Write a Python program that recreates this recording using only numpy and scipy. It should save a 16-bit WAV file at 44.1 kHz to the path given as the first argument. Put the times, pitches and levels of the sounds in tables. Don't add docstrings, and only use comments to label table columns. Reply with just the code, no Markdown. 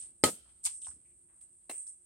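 import sys
import numpy as np
from scipy import signal
from scipy.fft import rfft, irfft
from scipy.io import wavfile
from scipy.ndimage import uniform_filter1d

SR = 44100
rng = np.random.default_rng(int(sys.argv[2]) if len(sys.argv) > 2 else 0)


def dump_mix(stems):
    frames = np.atleast_2d(stems).T
    limited = np.clip(frames, -1, 1)
    pcm = np.round(limited * 32767).astype(np.int16)
    wavfile.write(sys.argv[1], SR, pcm)


def decibels_to_gain(level_db):
    exponent = np.asarray(level_db, float) / 20
    return 10 ** exponent


N = 90404
T = np.arange(N) / SR


def shape(table, hz):
    rows = np.array(table, float)
    return np.interp(np.log(hz + 1), np.log(rows[:, 0]), rows[:, 1])


def colour(x, gain_db):
    y = irfft(rfft(x) * decibels_to_gain(gain_db(np.fft.rfftfreq(N, 1 / SR))), N)
    return y / np.sqrt(np.mean(y ** 2))


def bell(centre_hz, octaves):
    return lambda hz: -4.3 * (np.log2((hz + 1) / centre_hz) / octaves) ** 2


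def pan(left_over_right_db):
    return left_over_right_db * np.array([[.5], [-.5]])


def pair(like_hz, grain_db=0., density=0.99):
    grains = decibels_to_gain(grain_db * rng.exponential(size=(2, N)))
    present = rng.random((2, N)) < density
    mid, side = rng.standard_normal((2, N)) * grains * present
    side = signal.lfilter(*signal.butter(2, np.clip(like_hz, 20, 9000), "high", fs=SR), side)
    return mid + np.array([[1], [-1]]) * side


def walk(rate_hz):
    k = int(SR / rate_hz)
    held = np.repeat(rng.standard_normal(N // k + 1), k)
    drift = uniform_filter1d(uniform_filter1d(held, k), k)[:N]
    return drift / drift.std()


def fade(start_s, t60_s, rise_s=.0005):
    age = np.maximum(T - start_s, 0)
    return (1 - np.exp(-age / rise_s)) * decibels_to_gain(-60 * age / np.maximum(t60_s, .003))


def hit(start_s, db, push_s, modes, echoes, echo_hz):
    radiates_hz = 210
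    age = T[:SR // 4]
    out = np.zeros((2, N))
    push = np.exp(-(age[:40] / push_s - 2) ** 2)
    push = push / push.sum()
    for lag, left_db, right_db in [(0, 0, 0), *echoes]:
        is_echo = lag > 0
        turn = rng.uniform(-0.96, 1, (2, len(modes)))
        at = int((start_s + lag) * SR)
        for c, side_db in enumerate((left_db, right_db)):
            ring = np.zeros(len(age))
            for k, (hz, mode_db, t60) in enumerate(modes):
                phase = np.pi * (is_echo * turn[0, k] + c * turn[1, k] * min(hz / 4200, 1) ** 1.5)
                treble_only = min(hz / echo_hz, 1) ** (2 * is_echo)
                ring += decibels_to_gain(mode_db - 60 * age / t60) * treble_only * np.sin(2 * np.pi * hz * age + phase)
            out[c, at:at + len(age)] += decibels_to_gain(db + side_db) * np.convolve(ring, push)[:len(age)]
    return signal.sosfilt(signal.butter(2, radiates_hz, "high", fs=SR, output="sos"), out)


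def scatter(start_s, db, spectrum, t60s, like_hz):
    freqs = np.fft.rfftfreq(N, 1 / SR)
    noise = rfft(colour(pair(like_hz), lambda hz: shape(spectrum, hz)))
    tail = np.zeros((2, N))
    for hz in 45 * 2 ** np.arange(0, 9, .5):
        window = np.clip(1 - 2 * abs(np.log2((freqs + 1) / hz)), 0, 1)
        tail += irfft(noise * window, N) * fade(start_s, shape(t60s, hz), rise_s=.002)
    return decibels_to_gain(db) * tail


def opening_db():
    # (opens [s], starts closing [s], lift [dB])
    openings = [
        (-.05, 0.043, 17.5),
        (0.26, 0.318, 18.5),
        (0.630, 0.776, 16.5),
        (.812, .888, 19),
        (1.05, 1.122, 1),
        (1.409, 1.436, 9),
        (1.69, 1.817, 19),
        (1.86, 1.895, 15.5),
    ]
    open_s, close_db_per_s = .006, 193
    lifts = []
    for opens, closes, db in openings:
        opening = db * (T - opens) / open_s
        closing = db - close_db_per_s * (T - closes)
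        lifts.append(np.clip(np.minimum(opening, closing), 0, db))
    return np.max(lifts, axis=0)


def trees():
    # (frequency [Hz], level per Hz [dB])
    cicada = [(5000, -42), (6600, -29), (7500, -15), (8000, -3), (8600, 4), (9000, -4), (9500, -21.5),
              (11200, -36)]
    # (frequency [Hz], level per Hz [dB])
    air = [(15, -51.5), (25, -18), (48, -0.5), (317, -16), (354, -6.5), (390, -22), (6740, -37.5),
           (8360, 0), (16000, -49)]
    clicks_per_s = 16000
    lift = opening_db()

    chorus = colour(pair(200, grain_db=.4, density=clicks_per_s / SR),
                    lambda hz: np.interp(hz, *np.array(cicada).T, -70, -70))
    chorus = chorus * decibels_to_gain(-61.5 + lift + .4 * walk(6) + .6 * walk(40) + pan(-2.2))

    hiss = colour(pair(200), lambda hz: -19 * (hz > 11200) - 40 * (hz < 9200))
    hiss = hiss * decibels_to_gain(-79 + .12 * lift)

    leaves = colour(pair(610), lambda hz: -3.0 * np.log2(hz / 1000 + .5) - 40 * (hz < 500) - 40 * (hz > 9200))
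    leaves = leaves * decibels_to_gain(-86 + 0.49 * lift + 2.0 * walk(15))

    def rumble_db(hz):
        above = 15 * np.log2(np.maximum(hz / 600, 1))
        return shape(air, np.minimum(hz, 600)) - 14 * (hz < 44) - above

    fade_db_per_s = 4.5
    rumble = colour(pair(170), rumble_db) * decibels_to_gain(-75 - fade_db_per_s * (T - 1) + 1.2 * walk(9))
    hum = colour(pair(900), bell(352, .012)) * decibels_to_gain(-90)
    return chorus + hiss + leaves + rumble + hum


def bounce():
    # (frequency [Hz], level [dB], t60 [s])
    ball = [(310, -9, .03), (400, -7, 0.022), (560, -3, .012), (701, -4, .025), (1000, -9, .015),
            (1700, -7, .008), (2057, -6, .02), (2702, -7, .018), (4070, -3, .012), (9000, 0, 0.0072),
            (13000, -8, 0.0047)]
    # (delay [s], left [dB], right [dB])
    echoes = [(.0035, -5, -1), (.0055, 0, -7), (.0105, -12, -11), (.0148, -2, -7), (.0188, -9, -9)]
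    # (frequency [Hz], level per Hz [dB])
    tail = [(220, -24), (334, 6), (700, -2), (1400, -15), (2300, -4), (4000, -12), (7000, -3), (16000, -12)]
    # (frequency [Hz], t60 [s])
    decay = [(200, .15), (600, .2), (2400, .34), (4000, .18), (9000, .33), (15000, .11)]
    start_s, radiates_hz = 1.6967, 240
    direct = hit(start_s, -38, .00002, ball, echoes, echo_hz=500)
    both = direct + scatter(start_s, -48, tail, decay, 700)
    return signal.sosfilt(signal.butter(3, radiates_hz, "high", fs=SR, output="sos"), both)


def ticks():
    # (time [s], peak level [dB], centre [Hz], width [octaves])
    snaps = [(.819, -44.5, 5000, 0.58), (.869, -43, 2000, 1.13), (0.885, -50, 1290, 1.2),
             (.918, -58, 1600, 0.74), (.8492, -48, 5500, .6), (.6415, -34, 7000, .5),
             (1.412, -50, 5800, 1.0), (1.6966, -44, 14500, .2), (1.7121, -42, 9500, .5),
             (1.7158, -30, 8900, .3), (1.876, -51, 6000, 0.4)]
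    out = np.zeros(N)
    for s, db, hz, octaves in snaps:
        impulse = 1. * (np.arange(N) == int(s * SR))
        click = colour(impulse, bell(hz, octaves))
        out += decibels_to_gain(db) * click / abs(click).max()
    return out


def steps():
    # (time [s], level [dB], centre [Hz], t60 [s], width [octaves])
    small_bursts = [(.0, -62, 3920, 0.27, 0.64), (0.01, -60.5, 6560, 0.14, 0.22), (0.019, -75, 1680, 0.33, 1.1),
                    (0.449, -74, 908, 0.34, 0.76), (.49, -70, 2520, .08, 1.3), (0.82, -61.5, 3360, 0.077, 0.28),
                    (.844, -56, 3300, 0.09, 0.25), (.845, -61, 6000, .25, 0.21), (.868, -55, 1000, .09, .45),
                    (.878, -59, 80, .35, .4), (.905, -72.5, 1710, 0.18, 1.2), (.96, -71.5, 298.8, 0.24, .4),
                    (.66, -66, 60, .3, .4), (.4, -68, 60, .6, .5), (.665, -53, 880, .05, .12),
                    (.663, -57, 1200, .06, .1), (.652, -54, 2250, .08, .15), (.658, -52, 3800, .07, .15),
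                    (.284, -40, 490, .06, .2), (.280, -40, 200, .09, .25), (.33, -58, 200, .1, .3),
                    (.231, -55, 5100, .05, .06), (1.732, -60, 430, .08, .3), (1.710, -55, 330, .07, .25),
                    (1.71, -62, 2100, .06, .15), (1.697, -66, 15650, .35, .02), (.86, -71, 200, .5, .5),
                    (1.866, -76, 1200, .06, .6), (.812, -66, 6000, .12, .2), (.87, -62, 5900, .15, .2),
                    (.913, -68, 1500, .04, .3), (1.885, -69, 6300, .25, .2), (1.049, -77, 2274, 0.24, 0.25),
                    (1.1, -84, 2380, .25, 0.25), (1.28, -77, 1100, .6, .9), (1.411, -71, 4500, .12, 1.4),
                    (1.863, -69.5, 4050, 0.087, 1.2), (1.870, -59, 5900, .06, .25), (.7, -62, 5900, .45, .25)]
    grit = pair(1700, grain_db=1.5)
    out = np.zeros((2, N))
    for s, db, hz, t60, octaves in small_bursts:
        out += decibels_to_gain(db) * colour(grit, bell(hz, octaves)) * fade(s, t60, rise_s=t60 * 0.013)
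    return out


def scuff():
    # (time [s], level [dB])
    slide = [
        (.632, -93),
        (0.64, -63),
        (0.6398, -51),
        (0.651, -46),
        (0.652, -34.5),
        (0.666, -39),
        (0.684, -50.5),
        (0.711, -60),
        (.78, -81.5),
    ]
    # (frequency [Hz], level per Hz [dB])
    spectrum = [(450, -38), (880, -19), (1500, -21.5), (2300, -15), (6500, -11), (8600, 3), (10300, -14),
                (16000, -33)]
    gain_db, low_lag_s, split_hz = 10, .011, 4700
    grit = colour(pair(1800, grain_db=1.5, density=.7), lambda hz: shape(spectrum, hz))
    low = signal.sosfiltfilt(signal.butter(3, split_hz, fs=SR, output="sos"), grit)
    s, db = np.array(slide).T
    now = decibels_to_gain(np.interp(T, s, db, -140, -140) + gain_db)
    later = decibels_to_gain(np.interp(T - low_lag_s, s, db, -140, -140) + gain_db)
    return (grit - low) * now + low * np.minimum(now, later) * decibels_to_gain(pan(3.0))


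def pock():
    # (frequency [Hz], level [dB], t60 [s])
    paddle = [(95, -8, .08), (162.6, -14, .1), (264, -13, .06), (346, -11, .07), (415, -1.5, .016),
              (560, -10, .035), (850, -12, .04), (1268, -11, .14), (2030, -3, .009), (3135, -21, .07),
              (4370, -4, .008), (8140, -0.5, 0.0058), (9300, -6, 0.006), (14500, -13.5, .005)]
    # (delay [s], left [dB], right [dB])
    echoes = [(.0012, -7.5, 2.5), (.0036, 3.5, -4), (.0056, -5, -6), (.008, -9, -8.5), (.013, -11.5, -7.5),
              (.016, -9, -13.5), (0.0237, -12, -11)]
    # (frequency [Hz], level per Hz [dB])
    tail = [(60, -15), (238, -3), (566, -4), (1100, -13), (2300, -18), (6000, -17), (8500, -7),
            (16000, -29)]
    # (frequency [Hz], t60 [s])
    decay = [(60, .22), (300, .34), (1000, .24), (3000, .3), (8000, .24), (15000, .24)]
    start_s = .2380

    late = colour(pair(619), bell(3500, 0.69))
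    late = late + decibels_to_gain(-8) * colour(pair(900), bell(1350, .12))
    late = late + decibels_to_gain(-6) * colour(pair(900), bell(3150, .05))
    late = late * fade(start_s, .8) * decibels_to_gain(-59.5)

    near = hit(start_s, -10.5, .00002, paddle, echoes, echo_hz=2950)
    near = near + scatter(start_s, -22.5, tail, decay, 450)
    near = near * decibels_to_gain(pan(.4))

    cut_s, cut_db_per_s, cut_db = .295, 900, 14
    low = signal.sosfiltfilt(signal.butter(2, 6200, fs=SR, output="sos"), near)
    kept = decibels_to_gain(-np.clip(cut_db_per_s * (T - cut_s), 0, cut_db))
    return near - low * (1 - kept) + late


def scene():
    return trees() + bounce() + ticks() + steps() + scuff() + pock()


def low_pass(x):
    return signal.sosfilt(signal.butter(12, 16670, fs=SR, output="sos"), x)


def record(dry):
    top_hz = 15900
    mix = signal.sosfilt(signal.ellip(6, .2, 30, top_hz, fs=SR, output="sos"), dry)
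    return low_pass(mix)


dry = scene()
out = record(dry)
dump_mix(out)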